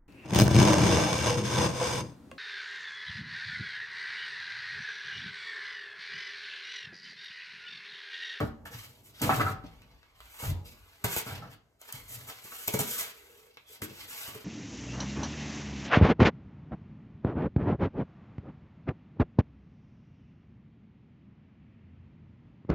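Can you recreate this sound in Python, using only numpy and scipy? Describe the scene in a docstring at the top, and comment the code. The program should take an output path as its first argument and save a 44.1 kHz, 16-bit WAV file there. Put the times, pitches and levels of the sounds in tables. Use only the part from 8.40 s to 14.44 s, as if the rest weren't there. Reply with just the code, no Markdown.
"""Polystyrene block on a washing machine.

A moulded packing block is worked off the top of the wrapped machine in a small showroom.
Slipping beads hiss over the plastic film; stick-slip judders on the metal lid and leaves it ringing.
Bumps knock on the block's hollow, and the foam rumbles as it flexes in the hands.
Two closely spaced microphones hear it from slightly to the left."""
import sys
import numpy as np
from scipy import signal
from scipy.fft import rfft, irfft
from scipy.io import wavfile
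from scipy.ndimage import uniform_filter1d

SR = 44100
rng = np.random.default_rng(int(sys.argv[2]) if len(sys.argv) > 2 else 0)


def pcm_store(signal):
    """Save signal as 16-bit PCM."""
    levels = np.round(np.clip(np.atleast_2d(signal), -1, 1) * 32767)
    wavfile.write(sys.argv[1], SR, levels.astype(np.int16).T)


N = 266540
TIME_S = np.arange(N) / SR

# Levels are relative within a column.
# showroom: (frequency [Hz], t60 [s], echo re direct [dB], left-right likeness [0..1])
ROOM_BANDS = [(60, .6, -7, .85), (200, .55, -4, .75), (450, .4, 0, .1), (1000, .42, 1, .15),
              (2500, .38, 2, 0), (5000, .33, 2, 0), (8000, .22, -10, 0), (15000, .16, -13, 0)]
# noise spectra: (frequency [Hz], density [dB])
AIR_SPECTRUM = [(20, -18.5), (45, -17.5), (70, -8), (150, -23.5), (400, -21), (1000, -27), (3000, -38.5),
                (8000, -41), (16000, -47.5)]
DEEP_SPECTRUM = [(15, -51.5), (30, -45), (43, -1.5), (52, 0), (70, -15), (150, -54.5)]
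RUMBLE_SPECTRUM = [(20, -45.5), (45, -20), (70, -12), (98, 4.5), (135, 0), (180, -6), (230, -7),
                   (330, -9.5), (420, -12), (540, -11.5), (900, -15), (3000, -54.5)]
DRONE_SPECTRUM = [(200, -48), (340, 4), (410, 10.5), (460, 11.5), (540, 2), (900, -44)]
FILM_SPECTRUM = [(1200, -22), (2200, -8), (2800, -5), (3500, -7), (4500, -6.5), (6000, -9.5), (9000, -56)]
WALL_SPECTRUM = [(150, -17.5), (300, -9.5), (430, -1.5), (560, -5.5), (760, -5.5), (1250, -1), (1750, -3.5),
                 (2200, -3), (3000, -4.5), (4500, -8.5), (9000, -36)]
BEAD_SPECTRUM = [(800, -17), (2200, -4), (3500, -3.5), (5000, -5.5), (6500, -1.5), (8500, 2), (10000, -2.5),
                 (13000, 2), (14500, -4.5), (16000, 1)]
# modes of the lid and the block's hollow: (frequency [Hz], level [dB], t60 [s])
LID_MODES = [(624, -11, .25), (664, -10, .25), (764.8, 1, .5), (1064, -8, .2), (1130, -5, .2),
             (1195, -5, .12), (1240, -4, .22), (1324, 0, .33), (1470, -6, .25), (1707, -11, .25),
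             (1775, -5, .33), (1949, -10, .3), (2090, -15, .2), (2595, -17, .25)]
HOLLOW_MODES = [(184, -5.5, .08), (217, 1, 0.16), (266, 1, 0.059), (308.6, 4.5, 0.12), (349, 1.5, 0.077),
                (401.3, 1.5, 0.14), (435.3, 1.5, 0.2), (513, 6, 0.035), (577, 1, .11), (660, -0.5, 0.043),
                (723, 0, 0.096), (794, 1, 0.045), (955, 5.5, 0.11), (1123, 2.5, 0.031), (1240, 7, 0.098)]

# foam catches: (time [s], length [s], pitch [Hz], glide [share of pitch], level [dB])
FOAM_SQUEAKS = [(4.34, 0.05, 2280, -0.037, -47), (4.564, 0.11, 2250, -0.0031, -53),
                (5.244, 0.085, 3400, -0.028, -56), (5.76, .13, 2870, -0.0042, -56),
                (4.55, 0.085, 18000, 0.019, -40)]
# hands bend the block: (time [s], length [s], swell [dB], rumble [dB], deep rumble [dB])
HAND_PUSHES = [(0, 0.031, 0, -30, -43.5), (.15, 0.21, 3.5, -51, -60), (0.414, 0.4, -6, -59.5, -76.5),
               (0.801, 0.31, -8.5, -30, -61), (1.105, 0.46, -10.5, -56.5, -55), (1.67, 0.23, 4, -71.5, -59),
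               (2.01, 0.11, -2.5, -38, -37), (2.12, 0.23, -15, -51, -55.5), (2.61, 0.55, -6, -60, -74),
               (2.848, 0.24, -8.5, -44.5, -64.5), (3.53, 0.12, -9, -54, -54), (3.683, 0.21, -4, -53.5, -75),
               (4.322, .07, -2, -45, -69), (4.595, 0.046, 6, -72, -81), (5.389, 0.26, -9, -56, -68),
               (5.862, 0.11, -4, -52, -71)]
# pushed panels: (time [s], frequency [Hz], level [dB], t60 [s])
PANEL_BOOMS = [(0.02, 81.7, -34.5, 0.7), (0.036, 229, -29, 0.13), (0.343, 116.5, -39.5, 0.17),
               (0.831, 121, -45, 0.19), (.984, 119, -26, 0.082), (1.029, 96, -29, 0.32),
               (2.078, 89.7, -28, 0.65), (2.091, 139, -32, 0.15), (2.262, 90.6, -42, 0.34),
               (3.059, 101.2, -52, 0.16), (3.539, 129, -44, 0.077), (3.716, 121.5, -48, 0.67),
               (4.399, 161, -38, 0.037)]
# film and beads snap: (time [s], wall rasp [dB], snap [dB])
SNAPS = [(.818, -46, -32), (0.962, -52, -38.5), (1.419, -63, -65), (1.63, -60, -77), (1.804, -52.5, -57),
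         (2.644, -36, -32), (2.764, -28.5, -36), (3.115, -59, -69), (3.415, -56, -47), (3.525, -61, -36.5),
         (4.28, -34.5, -24.5), (4.392, -37, -31), (5.171, -49, -63), (5.42, -39.5, -53)]
# block bumps the machine: (time [s], thud [dB], thud pitch [Hz], hollow ring [dB],
# favoured pitch [Hz], wall rasp [dB], crunch [dB], nominal contact [s])
BUMPS = [(.003, -38.5, 152, -30, 427, -33, -47, 0.0015), (0.253, -69, 129, -49.5, 730, -45, -51, 0.021),
         (.815, -42, 170, -46, 290, -28.5, -32.5, 0.023), (0.894, -35, 216, -45, 630, -31, -63, 0.012),
         (1.000, -52, 161, -37.5, 307, -32, -43, 0.014), (1.237, -48, 177, -52, 694, -56, -80, 0.0034),
         (1.997, -70, 116, -47, 730, -54, -59, 0.012), (2.032, -45.5, 110, -43, 800, -40, -50, 0.009),
         (2.640, -35.5, 116.3, -32, 715, -29, -28.5, 0.0084),
         (2.762, -44.5, 87.7, -45.5, 561.3, -36.5, -35.5, 0.037),
         (2.862, -52.5, 130, -51, 400, -57, -68, .02), (4.043, -62, 114, -55, 467, -74, -73, 0.0053),
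         (4.275, -48, 114, -37, 510, -41, -27.5, 0.0014), (4.337, -34, 129.5, -28, 494, -29.5, -28, 0.0019),
         (4.389, -45, 155, -34.5, 704, -39, -28.5, 0.016), (4.399, -37, 161, -46, 645, -50, -45, .003),
         (5.417, -50, 100, -38, 296, -44.5, -38.5, 0.023), (5.504, -55, 135, -52, 450, -72, -74, 0.0072),
         (5.877, -58, 89, -52, 382, -53, -43, 0.011), (5.946, -58, 114, -45, 367, -45, -47, 0.0071)]
# stick-slip on the lid: (time [s], level [dB], fade [s], slip rate [1/s], favoured pitch [Hz],
# fall one octave off [dB])
LID_JUDDERS = [(.003, -32.5, 0.0068, 353, 1344, 10.5), (.256, -45, .002, 280, 1750, 32),
               (.33, -49, .015, 300, 1750, 40), (.425, -57.5, .0071, 250, 1770, 47),
               (.893, -20, 0.01, 425, 860, -4.5), (.926, -29.5, 0.0055, 300, 1200, 1),
               (.997, -27, 0.0076, 470, 1744, 6), (1.005, -24, 0.0054, 420, 1240, 31),
               (1.065, -28, 0.0097, 380, 1260, 40), (1.09, -40.5, 0.0027, 270, 1240, 31),
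               (2.866, -43, .03, 300, 1130, 11), (3.022, -45, 0.021, 300, 1489, 6.5),
               (3.89, -53, 0.0091, 236, 740, 17), (4.118, -47, 0.013, 540, 1375, 9),
               (4.393, -41.5, 0.0042, 400, 880, 26)]
# light drags that sound the hollow: (time [s], length [s], level [dB])
LIGHT_DRAGS = [(4.506, 0.59, -63), (5.28, 0.027, -53.5)]
# foam over film: (time [s], length [s], swell [dB], bead hiss [dB], wall rasp [dB], film scratch [dB])
SLIDE_STROKES = [(0.008, 0.07, -7, -57, -70, -62), (0.291, 0.15, -6.5, -49, -52, -55),
                 (0.414, 0.31, -20.5, -63.5, -74, -74.5), (0.627, 0.082, -11, -56, -69, -76),
                 (0.713, 0.09, 19, -59.5, -62.5, -62), (0.826, 0.097, -9, -39.5, -40.5, -67),
                 (0.912, 0.21, -11.5, -43.5, -45, -58.5), (1.209, 0.62, -9.5, -76, -65.5, -79.5),
                 (1.741, 0.23, 19.5, -60, -60.5, -93), (1.973, 0.13, -1.5, -38.5, -43, -75),
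                 (2.236, 0.083, -10, -53, -64, -56.5), (2.303, 0.68, 6.5, -63, -61.5, -76),
                 (2.651, 0.095, 5.5, -37, -41.5, -66), (2.751, 0.036, -1, -30.5, -52, -62),
                 (2.839, 0.085, -1, -43, -43.5, -72), (2.928, 0.16, -16, -62, -60, -64),
                 (3.087, 0.049, 1, -56, -55.5, -76), (3.383, 0.12, 11.5, -56, -54.5, -71.5),
                 (3.51, 0.18, -21, -51, -54.5, -66), (3.668, 0.089, 1, -43, -55.5, -68),
                 (3.763, 0.268, -6.5, -52.5, -56.5, -62), (3.857, 0.044, 2, -45.5, -51, -72),
                 (4.015, 0.46, 7.5, -42, -50.5, -68), (4.463, 0.15, 6.5, -32.5, -44.5, -62),
                 (4.602, 0.11, -7.5, -44, -47, -70), (4.72, 0.35, -3, -59, -60.5, -78),
                 (5.06, 0.37, 5, -71, -72, -73), (5.257, 0.093, 9, -55, -62, -64.5),
                 (5.46, 0.19, 11, -52.5, -54.5, -57), (5.662, 0.18, 0, -41.5, -47.5, -52),
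                 (5.838, 0.2, -16, -50, -50.5, -64)]


def amp(db):
    """Decibels to gain."""
    return 10 ** (np.asarray(db) / 20)


def unit_rms(x):
    """Scale to unit power."""
    return x / np.sqrt(np.mean(x ** 2) + 1e-20)


def unit_loudest(x, span_s):
    """Scale the loudest span to unit power."""
    return x / np.sqrt(uniform_filter1d(x ** 2, int(span_s * SR), mode="constant").max() + 1e-20)


def at_hz(rows, hz, column=1):
    """Interpolate a table column over log frequency."""
    rows = np.array(rows)
    return np.interp(np.log(np.maximum(hz, 1)), np.log(rows[:, 0]), rows[:, column])


def colour(x, spectrum, size=8192):
    """Minimum-phase filter; keeps the power of white noise."""
    cepstrum = irfft(np.log(amp(at_hz(spectrum, np.fft.rfftfreq(size, 1 / SR)))))
    cepstrum[1:size // 2] *= 2
    cepstrum[size // 2 + 1:] = 0
    response = irfft(np.exp(rfft(cepstrum)))
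    return signal.fftconvolve(x, response / np.linalg.norm(response))[:N]


def through(x, transfer):
    """Apply a stereo transfer function."""
    lead = SR // 100
    response = np.roll(irfft(transfer, SR), lead, axis=1)
    return signal.fftconvolve(x[None], response, axes=1)[:, lead:lead + N]


def drift(rate_hz):
    """Random wander between unit-variance knots."""
    knots = rng.standard_normal(N // 100)
    return np.interp(TIME_S * rate_hz, np.arange(len(knots)), knots)


def add(track, start_s, sound):
    """Mix a sound in at start_s."""
    place = track[max(round(start_s * SR), 0):][:len(sound)]
    place += sound[:len(place)]


def moves(rows, levels_db, rise_s=0.038, release_s=0.015):
    """Envelope of hand movements: each starts, swells or sags, then stops."""
    out = np.zeros(N)
    t = TIME_S[:2 * SR]
    for (start_s, length_s, swell_db), db in zip(rows, levels_db):
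        attack = np.sin(np.pi / 2 * np.minimum(t / rise_s, 1)) ** 2
        hold = amp(db + swell_db * (np.minimum(t / length_s, 1) - .5))
        release = np.exp(-np.maximum(t - length_s, 0) / release_s)
        add(out, start_s, attack * hold * release)
    return out


def contact(hold_s, rise_s, fall_s):
    """Contact force: build, hold, release."""
    t = TIME_S[:SR // 2]
    return (1 - np.exp(-t / rise_s)) * np.exp(-np.maximum(t - hold_s, 0) / fall_s)


def slips(per_s, spread_db):
    """Impulses of single beads letting go, uneven in size and timing."""
    sizes = amp(spread_db * np.minimum(rng.exponential(1, N), 4)) * rng.choice([-1, 1], N)
    return unit_rms(sizes * (rng.random(N) < per_s / SR))


def favour(modes, pitch_hz, fall_db):
    """The contact point favours modes near one pitch."""
    return [(hz, db - fall_db * np.log2(hz / pitch_hz) ** 2, t60_s) for hz, db, t60_s in modes]


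def ring(modes, vary_db, detune, size=SR // 2):
    """One blow on a body; contact point and grip vary each mode."""
    hz, db, t60_s = np.transpose(modes)[:, :, None]
    strength, shift = rng.standard_normal((2, len(modes), 1))
    t = TIME_S[:size]
    signs = (-1) ** np.arange(len(modes))[:, None]
    envelopes = amp(db + vary_db * strength) * np.exp(-np.log(1000) * t / t60_s)
    return np.sum(signs * envelopes * np.sin(2 * np.pi * hz * (1 + detune * shift) * t), axis=0)


def air():
    """Low, steady murmur of the room air."""
    return amp(-70.5) * colour(rng.standard_normal(N), AIR_SPECTRUM)


def echoes(bands=11):
    """Stereo spectrum of the diffuse echoes from one place; treble dies first."""
    t, hz = TIME_S[:SR], np.fft.rfftfreq(SR, 1 / SR)
    centres_hz = np.geomspace(50, 16000, bands)
    mid, side = rfft(rng.standard_normal((2, SR)))
    alike = np.clip(at_hz(ROOM_BANDS, hz, column=3), 0, 1)
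    noise = np.sqrt((1 + alike) / 2) * mid + np.sqrt((1 - alike) / 2) * side * [[1], [-1]]
    early = (1 + 1.5 * np.exp(-t / .012)) * (t > .0015)  # near surfaces answer first
    tail = 0
    for centre_hz, weights in zip(centres_hz, np.eye(bands)):
        band = irfft(noise * at_hz(np.c_[centres_hz, weights], hz), SR)
        decay = early * np.exp(-np.log(1000) * t / at_hz(ROOM_BANDS, centre_hz))
        tail = tail + band * decay / np.linalg.norm(decay)
    return rfft(tail)


def room(x, places=4, left_lead_s=0.0001574):
    """Direct sound arrives left first; the echo pattern shifts as the block moves."""
    hz = np.fft.rfftfreq(SR, 1 / SR)
    echo_ratio = amp(at_hz(ROOM_BANDS, hz, column=2))
    direct_gain = 1 / np.sqrt(1 + echo_ratio ** 2)
    direct = through(x, direct_gain * np.exp(-2j * np.pi * hz * np.array([[0], [left_lead_s]])))
    nearness = np.exp([drift(rate_hz=12) for _ in range(places)]) ** 2
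    nearness /= np.linalg.norm(nearness, axis=0)
    return direct + sum(through(x * near, direct_gain * echo_ratio * echoes()) for near in nearness)


def squeak(length_s, hz, glide, waver):
    """One patch sticks and slips at a wavering pitch, swelling and fading."""
    progress = np.linspace(0, 1, max(int(length_s * SR), 8))
    wobble = np.interp(progress, np.linspace(0, 1, 24), rng.standard_normal(24))
    pitch_hz = hz * (1 + glide * (progress - .5) + waver * wobble)
    return np.sin(np.pi * progress) * np.sin(2 * np.pi * np.cumsum(pitch_hz) / SR)


def foam_squeaks():
    """The foam catches and briefly holds a thin pitch."""
    out = np.zeros(N)
    for start_s, length_s, hz, glide, db in FOAM_SQUEAKS:
        add(out, start_s, amp(db) * squeak(length_s, hz, glide, waver=0.032))
    return out


def bead_chirps(count=540, cycles=70, low_hz=1900, high_hz=8200, max_glide=0.037):
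    """Single beads squeak, each at its own gliding pitch."""
    out = np.zeros(N)
    for when, height, size, slope in rng.random((count, 4)):
        hz = low_hz * (high_hz / low_hz) ** height
        chirp = squeak(cycles / hz, hz, max_glide * (2 * slope - 1), waver=0.03)
        add(out, when * N / SR, amp(3 * size) * chirp)
    return unit_rms(out)


def snaps():
    """A crease or bead lets go within milliseconds."""
    wall, snap = np.zeros((2, N))
    force = contact(hold_s=.0006, rise_s=.0001, fall_s=.0012)
    for start_s, wall_db, snap_db in SNAPS:
        add(wall, start_s, amp(wall_db + 12) * force)
        add(snap, start_s, amp(snap_db + 10.5) * force)
    walls = colour(wall * rng.standard_normal(N), WALL_SPECTRUM)
    return walls + colour(snap * rng.standard_normal(N), BEAD_SPECTRUM)


def boom(hz, t60_s, rise_s):
    """One low bending mode, pushed softly."""
    t = TIME_S[:SR // 2]
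    envelope = np.exp(-np.log(1000) * t / t60_s) * (1 - np.exp(-t / rise_s))
    return unit_loudest(envelope * np.sin(2 * np.pi * hz * t), span_s=.025)


def flexing():
    """Hand shoves make the block rumble and panels boom; a deep rumble follows more slowly."""
    pushes = np.array(HAND_PUSHES)
    rumble_db, deep_db = pushes[:, 3:].T
    rumble = moves(pushes[:, :3], rumble_db - 3, rise_s=0.025, release_s=0.025)
    deep = moves(pushes[:, :3], deep_db, rise_s=0.11, release_s=0.077)
    out = colour(rumble * slips(per_s=900, spread_db=0), RUMBLE_SPECTRUM)
    for start_s, hz, db, t60_s in PANEL_BOOMS:
        add(out, start_s, amp(db - 4.5) * boom(hz, t60_s, rise_s=0.0027))
    return out + deep * colour(rng.standard_normal(N), DEEP_SPECTRUM)


def knocks():
    """A bump bends the block, rings its hollow and crushes beads while it lasts."""
    body, rasp, crunch = np.zeros((3, N))
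    hollow_attack = 1 - np.exp(-TIME_S[:SR // 2] / 0.0018)
    for start_s, thud_db, thud_hz, hollow_db, hollow_hz, rasp_db, crunch_db, hold_s in BUMPS:
        low_bend = boom(thud_hz, t60_s=0.076, rise_s=0.0075)
        high_bend = amp(1) * boom(thud_hz * 1.47, t60_s=0.049, rise_s=0.0013)
        add(body, start_s + 0.0031, amp(thud_db + 1.5) * (low_bend + high_bend))
        modes = favour(HOLLOW_MODES, hollow_hz, fall_db=12.5)
        hollow = hollow_attack * ring(modes, vary_db=3.5, detune=0.016)
        add(body, start_s + 0.002145, amp(hollow_db) * unit_loudest(hollow, span_s=0.021))
        force = contact(hold_s * 1.1, rise_s=0.00023, fall_s=0.015)
        add(rasp, start_s, amp(rasp_db - 4.5) * force)
        add(crunch, start_s, amp(crunch_db + 1) * force)
    beads = colour(crunch * slips(per_s=9800, spread_db=1), BEAD_SPECTRUM)
    walls = colour(rasp * slips(per_s=3200, spread_db=1.5), WALL_SPECTRUM)
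    return body + walls + beads


def lid_ring():
    """Each judder leaves the sheet-metal lid ringing freely."""
    out = np.zeros(N)
    for start_s, db, fade_s, _, pitch_hz, fall_db in LID_JUDDERS:
        tone = ring(favour(LID_MODES, pitch_hz, .3 * fall_db), vary_db=0.7, detune=0.00052, size=SR)
        build_up = 1 - np.exp(-TIME_S[:SR] / fade_s)
        add(out, start_s, amp(db - 10.5) * unit_loudest(tone * build_up, span_s=.02))
    return out


def judders(jitter=.4, uneven_db=2.5, count=32, damped_t60_s=.016):
    """A dying run of slips makes the lid squawk; each strikes a new patch, damped by the foam."""
    out = np.zeros(N)
    for start_s, db, fade_s, per_s, pitch_hz, fall_db in LID_JUDDERS:
        spacing, sizes = rng.standard_normal((2, count))
        gaps_s = np.exp(jitter * spacing) / per_s
        times_s = np.cumsum(gaps_s) - gaps_s[0]
        forces = amp(uneven_db * sizes) * np.exp(-times_s / fade_s)
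        damped = [(hz, mode_db, damped_t60_s) for hz, mode_db, _ in favour(LID_MODES, pitch_hz, fall_db)]
        squawk = np.zeros(SR)
        for slip_s, force in zip(times_s, forces):
            add(squawk, slip_s, force * ring(damped, vary_db=6.5, detune=0.026, size=1000))
        add(out, start_s, amp(db) * unit_loudest(squawk, span_s=0.018))
    return out


def lid_reflection(x, gain, median_delay_s):
    """Add a reflection off the lid; its path shifts as the block moves."""
    delay_s = median_delay_s * np.exp(.5 * drift(rate_hz=9))
    reflected = np.interp(np.round((TIME_S - delay_s) * SR), np.arange(N), x)
    return (x + gain * reflected) / np.sqrt(1 + gain ** 2)


def sliding():
    """Slipping beads hiss under a fluttering grip; film and walls rasp, the hollow drones."""
    strokes = np.array(SLIDE_STROKES)
    hiss, rasp, scratch = (moves(strokes[:, :3], db) for db in strokes[:, 3:].T)
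    even_drags = [(start_s, length_s, 0) for start_s, length_s, _ in LIGHT_DRAGS]
    drag = moves(even_drags, [db for _, _, db in LIGHT_DRAGS])
    grip = drift(rate_hz=90)
    flutter_db = 1.3 * grip + 1.2 * drift(rate_hz=23)
    beads = colour(hiss * amp(flutter_db) * slips(per_s=11000, spread_db=3), BEAD_SPECTRUM)
    film = colour(scratch * amp(0.5 + 6.2 * grip) * slips(per_s=3300, spread_db=-2.5), FILM_SPECTRUM)
    walls = colour(rasp * amp(-1.5 + 2.54 * grip) * slips(per_s=2000, spread_db=3.5), WALL_SPECTRUM)
    drone = colour(drag * slips(per_s=700, spread_db=2), DRONE_SPECTRUM)
    chirps = amp(-14) * rasp * bead_chirps()
    return beads + lid_reflection(film + walls, gain=0.41, median_delay_s=0.00088) + drone + chirps


def scene():
    """Air and foam share one room; the ring of the broad, close lid is mostly direct."""
    murmur = air()
    lid = lid_ring()
    handling = sliding() + foam_squeaks() + flexing() + knocks() + snaps() + judders()
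    balance = amp([[0.083], [-0.083]])
    return balance * (room(handling + amp(-10.5) * lid + murmur) + amp(-6.5) * lid)


def record(dry, low_hz=34, high_hz=16000):
    """Microphone bass roll-off and a steep top cut."""
    thinned = signal.sosfilt(signal.butter(2, low_hz, "high", fs=SR, output="sos"), dry)
    return signal.sosfilt(signal.ellip(10, .2, 70, high_hz, fs=SR, output="sos"), thinned)


dry = scene()
out = record(dry)
pcm_store(out)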